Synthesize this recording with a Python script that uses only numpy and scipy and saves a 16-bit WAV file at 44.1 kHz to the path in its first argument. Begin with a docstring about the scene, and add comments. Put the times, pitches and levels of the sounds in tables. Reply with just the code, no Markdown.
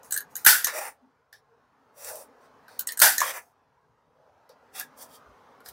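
"""A desk in a small quiet room, a phone microphone close above a plastic lever punch.
Twice the lever creaks, the die snaps a circle out of a glitter foam sheet and the lever springs back,
ringing the hollow housing. Between cuts the rough sheet scrapes through the slot of the punch.
The room rings briefly and the desk bumps softly; the hush sinks after each snap and creeps back."""
import sys
import numpy as np
from scipy import signal
from scipy.fft import rfft, irfft
from scipy.io import wavfile
from scipy.ndimage import uniform_filter1d

SR = 44100
rng = np.random.default_rng(int(sys.argv[2]) if len(sys.argv) > 2 else 0)


def master_out(mix):
    """Clip the mix to full scale and print it as 16-bit PCM to the path in sys.argv[1]."""
    frames = np.transpose(np.atleast_2d(mix))
    ceiling = np.clip(frames, -1, 1)
    pcm = np.round(ceiling * 32767).astype(np.int16)
    wavfile.write(sys.argv[1], SR, pcm)


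N = 252252


def gain(db):
    """Decibels to amplitude."""
    return 10 ** (np.asarray(db) / 20)


def unit_rms(x):
    """Scales to rms 1."""
    return x / np.sqrt(np.mean(x ** 2) + 1e-20)


def curve_at(points, hz):
    """Reads a table on a log-frequency axis."""
    points_hz, values = np.transpose(points)
    return np.interp(np.log(hz + 1), np.log(points_hz + 1), values)


def coloured(x, spectrum):
    """Filters x by a table of freq_hz, level_db."""
    hz = np.fft.rfftfreq(len(x), 1 / SR)
    return irfft(rfft(x) * gain(curve_at(spectrum, hz)), len(x))


def add(track, start_s, sound):
    """Mixes a sound into a track."""
    part = track[round(start_s * SR):][:len(sound)]
    part += sound[:len(part)]


def resonate(x, hz, width_hz):
    """A resonance of gain 1: shifts hz down to zero, smooths and shifts back."""
    carrier = np.exp(2j * np.pi * hz * np.arange(1, len(x) + 1) / SR)
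    pole = np.exp(-np.pi * width_hz / SR)
    return 2 * (carrier * signal.lfilter([1 - pole], [1, -pole], x / carrier)).real


def peak(x, hz, width_hz):
    """The same resonance twice for steeper skirts, rms 1."""
    return unit_rms(resonate(resonate(x, hz, width_hz), hz, width_hz))


def ring(x, modes):
    """Resonances summed with alternating sign, rms 1."""
    return unit_rms(sum((-1) ** k * gain(db) * resonate(x, hz, width_hz)
                        for k, (hz, width_hz, db) in enumerate(modes)))


def band(x, low_hz, high_hz):
    """Steep band-pass, rms 1."""
    return unit_rms(signal.sosfilt(signal.butter(3, [low_hz, high_hz], "band", fs=SR, output="sos"), x))


def grit(count, spread_db, grain_samples):
    """Noise whose level jumps as grains catch and let go, rms 1."""
    jumps = np.repeat(rng.exponential(1, count // grain_samples + 1), grain_samples)[:count]
    return unit_rms(rng.standard_normal(count) * gain(spread_db * np.minimum(jumps, 5)))


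# Room tone all around the microphone: freq_hz, level_db
HUSH_SPECTRUM = [(15, -69.5), (25, -31), (70, -15.5), (108, 0.5), (212, -20.5), (242, -1.5), (326, -22.5),
                 (439, -5), (560, -10.5), (624, -9), (1020, -7.5), (1100, -8.5), (1480, -13.5), (2300, -25),
                 (3250, -29.5), (6300, -34), (7500, -40.5), (16000, -45)]
# Its level, sinking as each cut ends and creeping back: time_s, level_db
HUSH_LEVELS = [(0.0, -53), (0.658, -52), (0.78, -60), (1.27, -65), (1.94, -59), (2.1, -54), (2.418, -54.5),
               (3.178, -49.5), (3.38, -54), (3.441, -62.5), (4.051, -64), (4.621, -56.5), (4.94, -51),
               (5.72, -52.5)]
def hush(patch_db=2.5, rumble_hz=160, rumble_share=0.37):
    """Room noise with drifting patches; the rumble follows the level curve only in part."""
    hop, size = 256, 1024
    frames, hz = N // hop + 5, np.fft.rfftfreq(size, 1 / SR)
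    real, imag, patches = rng.standard_normal((frames, len(hz), 3)).T
    patches = uniform_filter1d(patches, size=3, axis=0)  # across frequency
    patches = unit_rms(uniform_filter1d(patches, size=24, axis=1))  # across time
    time_s, level_db = np.transpose(HUSH_LEVELS)
    floor_db = level_db.min()
    rise_db = np.interp(np.arange(frames) * hop / SR, time_s, level_db) - floor_db
    share = np.where(hz < rumble_hz, rumble_share, 1)
    spectrum_db = curve_at(HUSH_SPECTRUM, hz)[:, None] + patch_db * patches + np.outer(share, rise_db)
    noise = signal.istft((real + 1j * imag) * gain(spectrum_db), nperseg=size, noverlap=size - hop)[1]
    lull = noise[round(3.6 * SR):4 * SR]
    return noise[:N] * gain(floor_db) / np.std(lull)


# Decay of the small room, heard from the desk: freq_hz, t60_s
ROOM_DECAY = [(300, 0.16), (1500, 0.15), (5000, 0.11), (15000, 0.06)]
def room(x):
    """Sparse wall reflections of random sign, each band dying at its own speed."""
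    taps = np.zeros(SR // 2)
    slots = np.arange(200, len(taps) - 20, 20)
    taps[slots + rng.integers(0, 20, len(slots))] = rng.choice([-1., 1.], len(slots))
    hz, t, spectrum = signal.stft(taps, SR, nperseg=256)
    decay = gain(-60 * t / curve_at(ROOM_DECAY, hz)[:, None])
    tail = signal.istft(spectrum * decay, SR, nperseg=256)[1]
    return signal.fftconvolve(x, tail / np.linalg.norm(tail))[:N]


# Soft bumps and hums from the desk under the microphone: start_s, level_db, pitch_hz, length_s
DESK_BUMPS = [(0.42, -67.5, 55, 0.075), (1.0, -57, 255, 0.1206), (1.45, -64.5, 460, 0.17),
              (2.0, -65.5, 55, .15), (3.0, -67.5, 50, .12), (3.02, -65.5, 150, 0.072),
              (5.24, -58, 63, 0.123), (5.62, -59.5, 58, 0.26)]
def desk_bump(start_s, level_db, pitch_hz, length_s):
    """The desk sounds one narrow low swell of noise."""
    noise = rng.standard_normal(round(length_s * SR))
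    return start_s, gain(level_db) * peak(noise, pitch_hz, width_hz=30) * np.hanning(len(noise))


# Modes of the plastic punch, heard close up: pitch_hz, width_hz, level_db
HOUSING_MODES = [(1453, 110, -3.5), (1645, 180, 3.5), (1950, 150, -7.5), (3030, 130, -11), (3480, 93, -17),
                 (4067, 280, -5.5), (4680, 83, -6.5), (6800, 400, -5.5), (10260, 250, 2), (11130, 200, -7),
                 (13300, 1700, -1.5)]
def housing(drive, part):
    """The plastic shell rings in its hollow low modes, its bright upper ones, or all of them."""
    modes = {"hollow": HOUSING_MODES[:3], "bright": HOUSING_MODES[3:], "all": HOUSING_MODES}
    return ring(drive, modes[part])


# Modes of the glitter sheet in the slot: pitch_hz, width_hz, level_db
SHEET_MODES = [(3150, 200, -3.5), (3740, 250, 7), (4407, 1100, 3), (5816, 1300, 4), (7180, 350, 0),
               (8820, 1800, 1), (11140, 230, 2.5), (13900, 1400, 2)]
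# Strokes of the sheet near the microphone; lower_db, housing_db and flap_db are relative to the hiss:
# full_s, rise_s, held_s, first_db, last_db, lower_db, housing_db, flap_db, flap_hz, sing1_hz, sing2_hz
SHEET_STROKES = [(0.045, .01, 0.073, -50, -65, -20, -13, -20, 810, 6700, 10200),
                 (0.31, 0.033, .03, -61, -65, -16, -6, 5, 840, 6700, 13900),
                 (0.38, .01, 0.081, -44, -56.5, -9, -9.5, -13, 740, 4100, 14600),
                 (0.673, .02, 0.052, -32.5, -45.5, 2, 5, -4.5, 940, 2490, 3880),
                 (0.739, .06, 0.051, -37.5, -32, -7.5, -1.5, -1, 605, 2220, 5500),
                 (0.811, .03, 0.074, -37, -40, -12, -1.5, -1, 789, 2400, 9400),
                 (1.335, .006, 0.055, -61.5, -75, 6.5, -1, -4, 666, 5200, 10130),
                 (1.98, .07, .11, -50.5, -35.5, -7.5, -10.5, -6.5, 587, 2600, 5490),
                 (2.105, .05, 0.12, -40.5, -47.5, -11.5, -17, 0, 583, 2570, 8850),
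                 (2.41, .04, 0.049, -74.5, -70, 2.5, 4, 7, 684, 5980, 8320),
                 (2.69, .008, .085, -62, -64, 3, 1.5, 4, 752, 4430, 8940),
                 (3.208, 0.063, .1, -31.5, -32.5, -5, -2, -7.5, 603, 3230, 6020),
                 (3.34, .05, 0.035, -40, -37.5, -12, 0, -2, 928, 2300, 5770),
                 (3.42, .03, 0.1, -60, -77, -22, -14, 3.5, 708, 3410, 6530),
                 (4.17, .03, .13, -89.5, -88, 10, 4.5, 33.5, 602, 6080, 5900),
                 (4.497, .006, 0.037, -69.5, -78.5, 11, 5, 19.5, 557, 4544, 9180),
                 (4.754, .05, 0.054, -41.5, -35.5, -3, -7.5, -12, 749, 2670, 3380),
                 (4.98, .04, 0.049, -51.5, -40.5, -9, -18, -6, 610, 3290, 4630),
                 (5.09, .04, 0.066, -62.5, -50.5, -3, -17, -9.5, 658, 3200, 4610),
                 (5.66, .04, 0.032, -50.5, -47, -5, -10.5, -10, 733, 4910, 13820)]
def sheet_scrape(full_s, rise_s, held_s, first_db, last_db, lower_db, housing_db, flap_db,
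                 flap_hz, sing1_hz, sing2_hz):
    """Glitter grains drag over the slot: hiss in the sheet modes, hollow housing, flapping sheet."""
    silent_db, fall_db_per_s, squeak_db, slot_lip_hz = -94.5, 504.5, -9.5, 2300
    t = np.arange(SR // 2) / SR
    fall_s = abs(last_db - silent_db) / fall_db_per_s
    corners_s = np.cumsum([0, rise_s, held_s, fall_s])
    hiss_db = np.interp(t, corners_s, [silent_db, first_db, last_db, silent_db])
    noise = grit(len(t), spread_db=1.0, grain_samples=24)
    sheet = ring(noise, SHEET_MODES) + 0.73 * noise
    for hz in (sing1_hz, sing2_hz):
        sheet += gain(squeak_db) * peak(noise, hz, width_hz=350)
    hiss = band(sheet, 6500, 20000) + gain(lower_db) * band(sheet, 1900, 6500)
    rasp = unit_rms(resonate(noise, slot_lip_hz, width_hz=290))
    hollow = band(noise, 1200, 2500) + 0.8 * housing(noise, "hollow") + 0.37 * rasp
    flap = 0.8 * band(noise, 450, 920) + peak(noise, flap_hz, width_hz=110)
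    scrape = hiss + gain(housing_db) * unit_rms(hollow) + gain(flap_db) * unit_rms(flap)
    return max(full_s - rise_s, 0), (gain(hiss_db) - gain(silent_db)) * scrape


# Creaks, ticks and spring-backs of the lever, close up; ring_db is relative to level_db:
# peak_s, level_db, ring_db, bright_hz, ring_hz
LEVER_TICKS = [(0.0328, -44, -2.5, 6750, 1040), (0.1098, -25, -8.5, 15000, 1580),
               (0.1243, -14.5, -4.5, 8100, 1574), (0.1429, -20, -2, 8160, 1664),
               (0.1646, -21.5, 1.5, 12680, 1633), (0.1765, -18, -19, 14000, 1650),
               (0.2062, -28, -3, 12160, 1630), (0.356, -24.5, -5.5, 6994, 1560),
               (0.3666, -25.5, -13.5, 11700, 1950), (0.4501, -10, 0.5, 13040, 1510),
               (0.4646, -2, -5.5, 12000, 1568), (0.6463, -9, -7, 6194, 1840), (0.6703, -17, -2, 7040, 972),
               (1.329, -44.5, 6, 4700, 1756), (2.047, -33, -22, 8000, 1050),
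               (2.099, -38.5, 6.5, 7600, 1540), (2.1565, -34, -22, 11300, 1340),
               (2.6826, -48.5, 11.5, 4170, 1500), (2.794, -17.5, -19, 14890, 1500),
               (2.8095, -24, -11.5, 14600, 1500), (2.8733, -18.5, -16.5, 8440, 1930),
               (2.8897, -26, 0, 4100, 1920), (2.9085, -32, 5, 8930, 1860), (2.9224, -24, -4, 15100, 1880),
               (2.975, -23.5, -1, 8970, 1750), (2.9936, -17, -5.7, 8640, 1588),
               (3.0011, -10, -7, 14360, 1563), (3.0195, -4.5, -1.5, 8920, 1530),
               (3.1823, -11, -5, 6693, 1820), (3.205, -16, 3, 6395, 1684),
               (3.2173, -21.5, 14.5, 6036, 1066), (4.4936, -51, 5.5, 5050, 1302),
               (4.798, -25, -3.5, 12900, 1670), (4.8106, -35.5, 7.5, 12900, 1693),
               (4.977, -51, -2, 14700, 967), (5.6055, -54.5, 8.5, 4810, 1465),
               (5.661, -38.5, 4, 5020, 1720), (5.688, -33.5, -9.5, 14300, 1660)]
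def lever_tick(peak_s, level_db, ring_db, bright_hz, ring_hz):
    """A slip of the lever: a bright spit of noise, and the housing rings after it."""
    lead_s, rise_s, t60_s = 0.006, 0.0011, 0.019
    t = np.arange(6000) / SR - lead_s  # zero at the peak
    envelope = np.where(t < 0, np.exp(t / rise_s), gain(-60 * t / t60_s))
    noise = grit(len(t), spread_db=1.5, grain_samples=16)
    glint = unit_rms(resonate(noise, bright_hz, width_hz=900))
    spit = unit_rms(band(noise, 6200, 15000) + 1.7 * glint + 1.2 * housing(noise, "bright"))
    knock = unit_rms(resonate(noise, ring_hz, width_hz=500)) * envelope
    hollow = resonate(knock, ring_hz, width_hz=160)
    return peak_s - lead_s, gain(level_db) * (spit * envelope + gain(ring_db) * hollow)


# Wide noise of the crack at close range: freq_hz, level_db
CRACK_SPECTRUM = [(35, -62.5), (60, -52.5), (732, -19.5), (946, -24.5), (1620, 8.5), (2090, -9.5),
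                  (3580, -9), (4640, -6.5), (14200, -8), (16000, -19)]
# The two cuts, right by the microphone; thud_db is relative to the rattle:
# start_s, level_db, held_s, t60_s, thud_db, thud_hz
DIE_SNAPS = [(.4615, -7, 0.035, 0.4, -21, 881), (3.0145, -8.5, 0.042, 0.38, -10.5, 790)]
def die_snap(start_s, level_db, held_s, t60_s, thud_db, thud_hz):
    """The die slams through: the whole punch rattles, then dies away; the sheet thuds under it."""
    rise_s, sag_db_per_s = 0.003, 45
    t = np.arange(SR // 2) / SR
    release_db = -60 * np.maximum(t - held_s, 0) / t60_s
    envelope = np.minimum(t / rise_s, 1) * gain(release_db - sag_db_per_s * t)
    noise = grit(len(t), spread_db=0.0, grain_samples=60)  # no spread: even noise
    crack = unit_rms(coloured(noise, CRACK_SPECTRUM))
    rattle = unit_rms(crack + 0.44 * housing(noise, "all"))
    thud = peak(noise, thud_hz, width_hz=340) * gain(thud_db - 73 * t)
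    hollow = housing(noise, "hollow") * gain(-24.5 + 23 * np.minimum(t, 0.15))  # outlasts the rattle
    return start_s, gain(level_db) * envelope * (rattle + thud + hollow)


def scene():
    """Everything reaches both microphones alike; the lever and the sheet also ring the room."""
    background = hush()
    lever, snaps, sheet = np.zeros((3, N))
    for row in LEVER_TICKS:
        add(lever, *lever_tick(*row))
    for row in DIE_SNAPS:
        add(snaps, *die_snap(*row))
    for row in DESK_BUMPS:
        add(background, *desk_bump(*row))
    for row in SHEET_STROKES:
        add(sheet, *sheet_scrape(*row))
    reflections = room(gain(-4.5) * lever + gain(-14) * sheet)
    return np.tile(background + reflections + sheet + lever + snaps, (2, 1))


def record(dry):
    """The phone's two ports differ mostly in the bass, the left a little louder."""
    bass_cut_hz, treble_edge_hz = 48, 15850
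    mid = signal.sosfilt(signal.butter(4, bass_cut_hz, "high", fs=SR, output="sos"), dry[0])
    side = port_difference(mid)
    pair = 0.94 * np.tanh(np.array([mid + side, mid - side]) / 1.236)  # soft ceiling
    low_pass = signal.firwin(511, treble_edge_hz, window=("kaiser", 9), fs=SR)
    return signal.oaconvolve(pair, low_pass[None], "same")


# Side relative to mid at the phone's microphone ports: freq_hz, level_db
SIDE_SPECTRUM = [(40, -8), (150, -10.5), (300, -14), (600, -46), (1200, -62.5), (3000, -53.5),
                 (10000, -61.5)]
def port_difference(mid):
    """The side signal: mostly the bass of the sound and of a delayed copy."""
    return coloured(0.57 * mid + 0.8 * np.roll(mid, 300), SIDE_SPECTRUM)


dry = scene()
out = record(dry)
master_out(out)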